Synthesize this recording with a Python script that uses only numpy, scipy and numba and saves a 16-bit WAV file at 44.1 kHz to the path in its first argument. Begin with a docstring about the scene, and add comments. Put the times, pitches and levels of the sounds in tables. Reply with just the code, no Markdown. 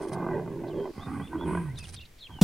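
"""Leopards growling in open grassland

A long rattling growl, a hoarse indrawn snore, then a growl that sinks to a rumble and a last low grumble.
Slack vocal folds flap unevenly, and their pulses and puffs of air ring chest, throat and mouth resonances.
Shaped noise makes the air hissing past the teeth, an intake of breath and the swishing grass.
Small birds whistle on gliding sines and chip on bursts of noise, over a quiet bed of field noise.
At the very end a loud snarl bursts in: a low tone that drops in pitch under a blast of air."""
import sys
import numpy as np
from scipy import signal
from scipy.fft import rfft, irfft
from scipy.io import wavfile
from scipy.ndimage import uniform_filter1d
from numba import njit

SR = 44100
rng = np.random.default_rng(int(sys.argv[2]) if len(sys.argv) > 2 else 0)


def file_out(sig):
    """Save sig as 16-bit WAV at sys.argv[1]."""
    # one column per channel
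    cols = np.atleast_2d(sig).T
    # limit, then scale
    lim = np.clip(cols, -1, 1)
    pcm = np.round(lim * 32767).astype(np.int16)
    wavfile.write(sys.argv[1], SR, pcm)


N = 107515
T = np.arange(N) / SR

# effort of each call [t/s, chest level/dB, throat level/dB, mouth level/dB]
FIRST_EFFORT = [(0, -43, -35.5, -39.5), (0.078, -58, -34, -47.5), (0.123, -35.5, -38.5, -40),
                (0.363, -35.5, -30, -35), (0.43, -37.5, -40.5, -45), (.59, -41, -36.5, -54),
                (.645, -42.5, -36.5, -43), (.72, -43.5, -37, -49), (0.797, -39, -29.5, -50),
                (0.872, -56, -38.5, -41.5), (0.908, -52, -36.5, -57), (0.923, -66, -82, -55)]
SNORE_EFFORT = [(0.937, -68, -48, -59), (0.979, -36, -69, -50.5), (1.01, -41.5, -68, -45),
                (1.051, -50, -46.5, -52), (1.071, -33, -45.5, -42.5), (1.118, -42, -34, -44),
                (1.213, -33, -38.5, -44.5), (1.277, -48, -58, -62)]
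SECOND_EFFORT = [(1.278, -51, -45, -70), (1.333, -46, -42, -37), (1.353, -42, -28.5, -43.5),
                 (1.4, -37.5, -36, -45), (1.423, -45, -36.5, -44.5), (1.464, -34, -31, -43.5),
                 (1.488, -35.5, -32, -33.5), (1.56, -34, -34, -40), (1.599, -35, -40.5, -39),
                 (1.649, -42, -45, -49.5), (1.8, -42.5, -67, -66.5), (1.99, -46, -62, -74),
                 (2.061, -56.5, -92, -89)]
GRUMBLE_EFFORT = [(2.277, -76, -86, -80), (2.295, -50, -53, -49.5), (2.365, -40, -66, -55),
                  (2.4, -64, -49, -54)]
# tuning of the two main low resonances [t/s, chest f/Hz, throat f/Hz]
BODY_TUNING = [(.1, 129, 363), (.2, 173, 344), (.36, 156, 377), (.66, 133, 340), (0.799, 158, 386),
               (1.341, 151.8, 317.5), (1.59, 177.5, 342), (1.7, 135.8, 310.2), (1.82, 101, 290),
               (2.351, 112, 266)]
# mouth resonances, levels relative to one another [f/Hz, width/Hz, level/dB]
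FIRST_MOUTH = [(613, 155, 17), (814, 180, 14), (1062, 244, 12), (1516, 158, 6.5), (2040, 120, 2.5),
               (2440, 100, -3.5)]
SNORE_MOUTH = [(820, 122, 4), (1145, 180, 2.5), (1525, 190, -4.5), (2010, 107, -6.5), (2350, 170, -11.5)]
SECOND_MOUTH = [(684, 140, 1), (954.7, 204, 16.5), (1520, 118, 11.5), (1942, 63.3, 0), (2499, 270, -27)]
# upper throat resonance that climbs late in the first growl [t/s, level/dB, f/Hz]
THROAT_CLIMB = [(.73, -45, 476), (.8, -38, 484), (.86, -58, 665)]
# clear chest tone as the second growl sinks [t/s, level/dB]
MOAN_LEVEL = [(1.44, -37), (1.6, -35.5), (1.69, -35), (1.76, -41.5)]
CHEST_WIDTH_HZ, THROAT_WIDTH_HZ, CLIMB_WIDTH_HZ = 68.4, 83, 40  # width of each filter pass
MOAN_WAVER = 0.034  # spread of the pitch drift, as a share of the pitch
VOICE_TOP_HZ = 2670


def leopards():
    """The flapping folds excite tuned body cavities; each call has its own effort and mouth shape."""
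    low, bright = folds()
    s, chest_hz, throat_hz = np.array(BODY_TUNING).T
    chest_hz = np.interp(T, s, chest_hz)
    chest = ring(low, chest_hz, CHEST_WIDTH_HZ, skirt=0.032)
    belly = undb(-0.5) * ring(low, hz=77.6, width_hz=40)
    throat = ring(low, np.interp(T, s, throat_hz), THROAT_WIDTH_HZ, skirt=0.14)
    # a weak neck resonance between chest and throat, in opposite polarity
    throat = throat - undb(-12.5) * ring(low, hz=246, width_hz=66)

    first = growl(bright, FIRST_EFFORT, chest, throat, FIRST_MOUTH)
    climb_s, _, climb_hz = np.array(THROAT_CLIMB).T
    climb = ring(low, np.interp(T, climb_s, climb_hz), CLIMB_WIDTH_HZ)
    climb = steady(climb) * curve(THROAT_CLIMB)

    snore_chest = belly - ring(low, hz=184, width_hz=196)
    snore_throat = ring(low, hz=274, width_hz=70)
    snore = growl(bright, SNORE_EFFORT, snore_chest, snore_throat, SNORE_MOUTH)

    second = growl(bright, SECOND_EFFORT, chest + belly, throat, SECOND_MOUTH)
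    grumble = growl(bright, GRUMBLE_EFFORT, chest + belly, throat, SECOND_MOUTH)
    moan_hz = chest_hz * (1 + MOAN_WAVER * waver(0.0085))
    moan = np.sqrt(2) * curve(MOAN_LEVEL) * glide(moan_hz)  # sqrt(2): levels are rms

    voice = first + climb + snore + second + grumble + moan
    return signal.sosfilt(signal.butter(3, VOICE_TOP_HZ, fs=SR, output="sos"), voice)


# hardest flaps of the folds [t/s, strength level/dB in the bright drive]
HARD_FLAPS = [(0.118, 2), (.198, -5.5), (0.219, -2.5), (0.264, 2), (.476, 4.5), (0.635, -2.5), (.854, 3.5),
              (0.874, -1.5), (1.132, -3), (1.198, 4), (1.345, 2), (1.355, 5), (1.41, 11), (1.422, 11),
              (1.434, 5.5), (1.531, 5), (1.55, 12), (1.573, 8.5), (2.387, 13.5)]
FLAP_RATE_HZ, FLAP_JITTER = 88, 0.22  # median rate; log spread of the gaps
FLAP_SCATTER_DB, WEAK_FLAP_DB = 5, -1.5  # random softening; every second flap is weaker
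FLAP_PAUSE_S = 0.011  # no ordinary flap this long before a hard one, or half as long after
LOW_ACCENT = 0.61  # share of a flap's dB in the low drive: hard flaps are brighter
PUFF_S, PUFF_DB, AIR_DB = 0.004, -22, -31  # decay of each puff; its level; steady air


def folds():
    """Slack folds flap at uneven gaps, each pulse with a decaying puff of air; returns low and bright drive."""
    chance = rng.standard_normal((400, 2))
    gaps = np.exp(FLAP_JITTER * chance[:, 0]) / FLAP_RATE_HZ
    times = np.cumsum(gaps)
    hard_s, hard_db = np.array(HARD_FLAPS).T
    since = times[:, None] - hard_s
    free = np.all((since < -FLAP_PAUSE_S) | (since > FLAP_PAUSE_S / 2), axis=1)

    soft_db = FLAP_SCATTER_DB * (np.minimum(chance[free, 1], 1) - 1)
    soft_db += WEAK_FLAP_DB * (np.flatnonzero(free) % 2)
    at = (np.r_[times[free], hard_s] * SR).astype(int)
    db = np.r_[soft_db, hard_db]
    air = rng.standard_normal(N)

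    def drive(size):
        """Pulses plus the air they let through."""
        pulses = np.bincount(at[at < N], size[at < N], N)
        puffs = signal.lfilter([1], [1, -np.exp(-1 / (PUFF_S * SR))], pulses)
        return pulses + (undb(PUFF_DB) * puffs + undb(AIR_DB)) * air

    return drive(undb(LOW_ACCENT * db)), drive(undb(db))


MOUTH_WANDER_HZ, MOUTH_WANDER_S = 42, 0.034  # tongue and jaw keep shifting each resonance
MOUTH_SWELL_S = 0.26  # the mouth keeps slower accents than chest and throat


def growl(source, effort, chest, throat, mouth):
    """Wandering mouth resonances join chest and throat, each evened out and then driven by its effort."""
    bright = 0
    for k, (hz, width, db) in enumerate(mouth):
        wandering_hz = hz + MOUTH_WANDER_HZ * waver(MOUTH_WANDER_S)
        polarity = (-1) ** (k + 1)  # neighbouring resonances oppose each other
        bright = bright + polarity * undb(db) * ring(source, wandering_hz, width, skirt=0.038)
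    return (steady(chest) * curve(effort, 1)
            + steady(throat) * curve(effort, 2)
            + steady(bright, MOUTH_SWELL_S) * curve(effort, 3))


# spectrum of the snarl's air [f/Hz, relative level/dB]
SNARL_COLOUR = [(400, 9), (900, 3.5), (2000, -4), (3400, 0.5), (7000, -3), (10000, -7), (15000, -11)]
SNARL_S, SNARL_DB, SNARL_ATTACK_S, SNARL_DECAY_S = 2.413, -3.5, 0.005, 0.018
SNARL_HZ, SNARL_DROP_HZ, SNARL_SETTLE_S = 170.4, 160, 0.0033  # final pitch; extra at the start; its decay
SNARL_AIR_DB = -26


def snarl():
    """A sudden bark: a strong low tone falls to its resting pitch under a steady blast of air."""
    age = np.maximum(T - SNARL_S, 0)
    started = age > 0
    hz = (SNARL_HZ + SNARL_DROP_HZ * np.exp(-age / SNARL_SETTLE_S)) * started
    swell = np.minimum(age / SNARL_ATTACK_S, 1) ** 2 * np.exp(-age / SNARL_DECAY_S)
    tone = -glide(hz) * swell * undb(SNARL_DB)
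    air = noise(SNARL_COLOUR) * started * undb(SNARL_AIR_DB)
    return tone + place(air, -0.5) + scatter(air, 0.0014, db=-16.5)


# air past the teeth, before the treble lift in scene() [t/s, level/dB]
HISS_LEVEL = [(.93, -71), (1.03, -70.5), (1.14, -61), (1.43, -73), (1.48, -53), (1.56, -54.5),
              (1.66, -62.5), (1.76, -76)]
# its spectrum [f/Hz, relative level/dB]
HISS_COLOUR = [(1500, -1), (2500, 6.5), (3800, -14), (7200, -24), (8100, 1), (10400, -3.5), (11500, -28)]


def teeth_hiss():
    """Turbulent air past the teeth: coloured noise along a level curve."""
    return noise(HISS_COLOUR) * curve(HISS_LEVEL)


# soft rush of air drawn in between the first growl and the snore [t/s, width/s, level/dB]
INTAKE_SWELL = [(.97, 0.13, -66)]


def intake():
    """Indrawn air: one soft swell of band-passed noise."""
    rush = ring(rng.standard_normal(N), hz=4640, width_hz=2600)
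    return unit(rush) * bursts(INTAKE_SWELL)


# swishes of grass, before the treble lift in scene() [t/s, width/s, level/dB]
GRASS_SWISHES = [(.035, 0.017, -55), (.088, 0.0081, -54), (.133, 0.0096, -50.5), (1.79, 0.011, -53),
                 (1.843, 0.014, -53.5), (1.893, 0.012, -52), (1.928, 0.0028, -52.5), (1.944, 0.0068, -50.5)]
# their spectrum [f/Hz, relative level/dB]
GRASS_COLOUR = [(1200, -5), (6000, -3), (7300, -15), (8700, 4), (10600, -6.5), (12500, -39)]
CRACKLE_DB, CRACKLE_S = 5.5, 0.00051  # spread and smoothing of the blade ticks


def grass_swishes():
    """Brushed grass: swells of coloured noise, roughened by fast level flutter as single blades tick."""
    crackle = unit(undb(CRACKLE_DB * waver(CRACKLE_S)))
    return noise(GRASS_COLOUR) * bursts(GRASS_SWISHES) * crackle


# whistled notes [t/s, length/s, first f/Hz, middle f/Hz, last f/Hz, level/dB]
BIRD_NOTES = [(0.694, 0.042, 3470, 3040, 2660, -62), (0.743, 0.13, 3350, 3180, 3190, -61),
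              (0.99, 0.079, 3070, 3590, 3590, -56), (1.209, 0.084, 3100, 3475, 3470, -55),
              (1.269, 0.017, 3700, 3020, 2350, -56.5), (1.376, 0.087, 3040, 3430, 3010, -56),
              (1.65, 0.09, 1910, 1936, 2350, -58), (1.77, 0.019, 3950, 3720, 3610, -47),
              (1.788, 0.066, 2725, 2575, 2510, -54), (1.805, 0.015, 5270, 4900, 4700, -53.5),
              (1.84, 0.02, 3720, 3330, 2570, -47.5), (1.968, 0.031, 3010, 3635, 2330, -50.5),
              (1.995, 0.049, 2510, 2814, 2490, -51.5), (2.202, 0.072, 4440, 3450, 3260, -49.5),
              (2.218, 0.038, 4080, 4100, 4330, -54), (2.261, 0.019, 3260, 2770, 2130, -53.5),
              (2.299, 0.11, 3270, 3104, 2800, -55)]
# harsh chips [t/s, width/s, level/dB]
BIRD_CHIPS = [(.685, 0.0088, -58.5), (1.76, 0.0043, -57), (1.967, 0.005, -49), (2.014, 0.0064, -53),
              (2.058, 0.0046, -54), (2.197, 0.0087, -57)]
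BIRD_FLUTTER_DB, BIRD_WAVER = 3, 0.01435  # spread of level; spread of pitch as a share


def birds():
    """Sine whistles arch through three pitches with fluttering level; chips are short band-passed noise."""
    song = unit(ring(rng.standard_normal(N), hz=3800, width_hz=1600)) * bursts(BIRD_CHIPS)
    drift = 1 + BIRD_WAVER * waver(0.00445)
    flutter = undb(BIRD_FLUTTER_DB * waver(0.003))
    for s, length, first, middle, last, db in BIRD_NOTES:
        progress = np.clip((T - s) / length, 0, 1)
        arch = np.polyfit([0, 0.5, 1], [first, middle, last], 2)
        hz = np.polyval(arch, progress) * drift
        swell = np.sqrt(2 * np.abs(np.sin(np.pi * progress)))
        song = song + undb(db) * flutter * swell * glide(hz)
    return song


# spectrum of the open field [f/Hz, relative level/dB]
FIELD_COLOUR = [(20, -7), (80, -17.5), (534, -34.5), (1100, -41), (2150, -37), (3640, -42.5),
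                (15500, -50.5)]
FIELD_DB, FIELD_WIDE_DB, FIELD_WIDE_HZ = -53.5, -52, 400


def field():
    """Quiet field air: noise common to both sides, plus separate noise per side with its lows thinned."""
    highpass = signal.butter(1, FIELD_WIDE_HZ, "high", fs=SR, output="sos")
    wide = signal.sosfilt(highpass, [noise(FIELD_COLOUR), noise(FIELD_COLOUR)])
    return undb(FIELD_DB) * noise(FIELD_COLOUR) + undb(FIELD_WIDE_DB) * wide


def scatter(x, decay_s, db):
    """A short diffuse echo off grass and bushes: decaying noise tails, different on each side."""
    t = T[:SR // 3]
    tails = rng.standard_normal((2, len(t))) * np.exp(-t / decay_s)
    tails /= np.sqrt(np.sum(tails ** 2, axis=1, keepdims=True))
    return undb(db) * signal.fftconvolve(x[None], tails, axes=1)[:, :N]


def place(x, pan_db):
    """Pan by left minus right level; negative sits to the right."""
    return x * undb(np.array([[pan_db], [-pan_db]]) / 2)


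def undb(db):
    """Decibels to gain."""
    return 10 ** (np.asarray(db) / 20)


def unit(x):
    """Scale to rms 1."""
    return x / np.sqrt(np.mean(x ** 2))


def steady(x, span_s=0.031):
    """Even out slow swells but keep the single flaps."""
    size = max(int(span_s * SR / 2), 8)
    power = uniform_filter1d(uniform_filter1d(x ** 2, size), size)
    return x / np.sqrt(np.abs(power) + 1e-4 * np.mean(x ** 2))  # small floor for the quiet spots


def curve(rows, column=1):
    """Gain along a dB curve, silent outside it."""
    rows = np.array(rows)
    return undb(np.interp(T, rows[:, 0], rows[:, column], left=-200, right=-200))


def bursts(rows):
    """Short bell-shaped swells."""
    return sum(undb(db) * np.exp(-0.5 * ((T - s) / width) ** 2) for s, width, db in rows)


def glide(hz):
    """A sine that follows a moving pitch."""
    return np.sin(2 * np.pi * np.cumsum(hz) / SR)


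def waver(span_s):
    """Smooth random drift with spread 1."""
    size = int(span_s * SR)
    return unit(uniform_filter1d(uniform_filter1d(rng.standard_normal(N), size), size))


def noise(colour):
    """Noise of rms 1 with a given spectrum, interpolated over log frequency."""
    hz, db = np.array(colour).T
    f = np.maximum(np.fft.rfftfreq(N, 1 / SR), 1)
    gain = undb(np.interp(np.log(f), np.log(hz), db))
    return unit(irfft(rfft(rng.standard_normal(N)) * gain, N))


@njit
def svf(x, hz, width):
    """State-variable band-pass with a moving centre, gain 1 at the centre."""
    y, band, low = np.empty(len(x)), 0., 0.
    for i in range(len(x)):
        g, k = np.tan(np.pi * hz[i] / SR), width / hz[i]
        v = (band + g * (x[i] - low)) / (1 + g * (g + k))
        band, low, y[i] = 2 * v - band, low + 2 * g * v, k * v
    return y


def ring(x, hz, width_hz, skirt=0.):
    """A steep resonance of two band-passes; skirt mixes in the gentler flanks of one."""
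    hz = hz + np.zeros(N)
    once = svf(x, hz, float(width_hz))
    twice = svf(once, hz, float(width_hz))
    return skirt * once + (1 - skirt) * twice


TREBLE_DB = 3  # lift of hiss and grass


def scene():
    """Growls, breath and grass a little to the right, snarl and birds near the middle, field all round."""
    cats, song = leopards(), birds()
    treble = undb(TREBLE_DB) * (teeth_hiss() + grass_swishes()) + intake()
    voices = place(cats, -2.43) + scatter(cats, 0.058, db=-18)
    rustle = place(treble, -2.5) + scatter(treble, 0.004, db=-2)
    flock = song + scatter(song, 0.026, db=-10)
    return voices + snarl() + rustle + flock + field()


def record(dry):
    """A steep low-pass cuts the treble above 15.75 kHz."""
    return signal.sosfilt(signal.ellip(10, 0.2, 80, 15750, fs=SR, output="sos"), dry)


dry = scene()
out = record(dry)
file_out(out)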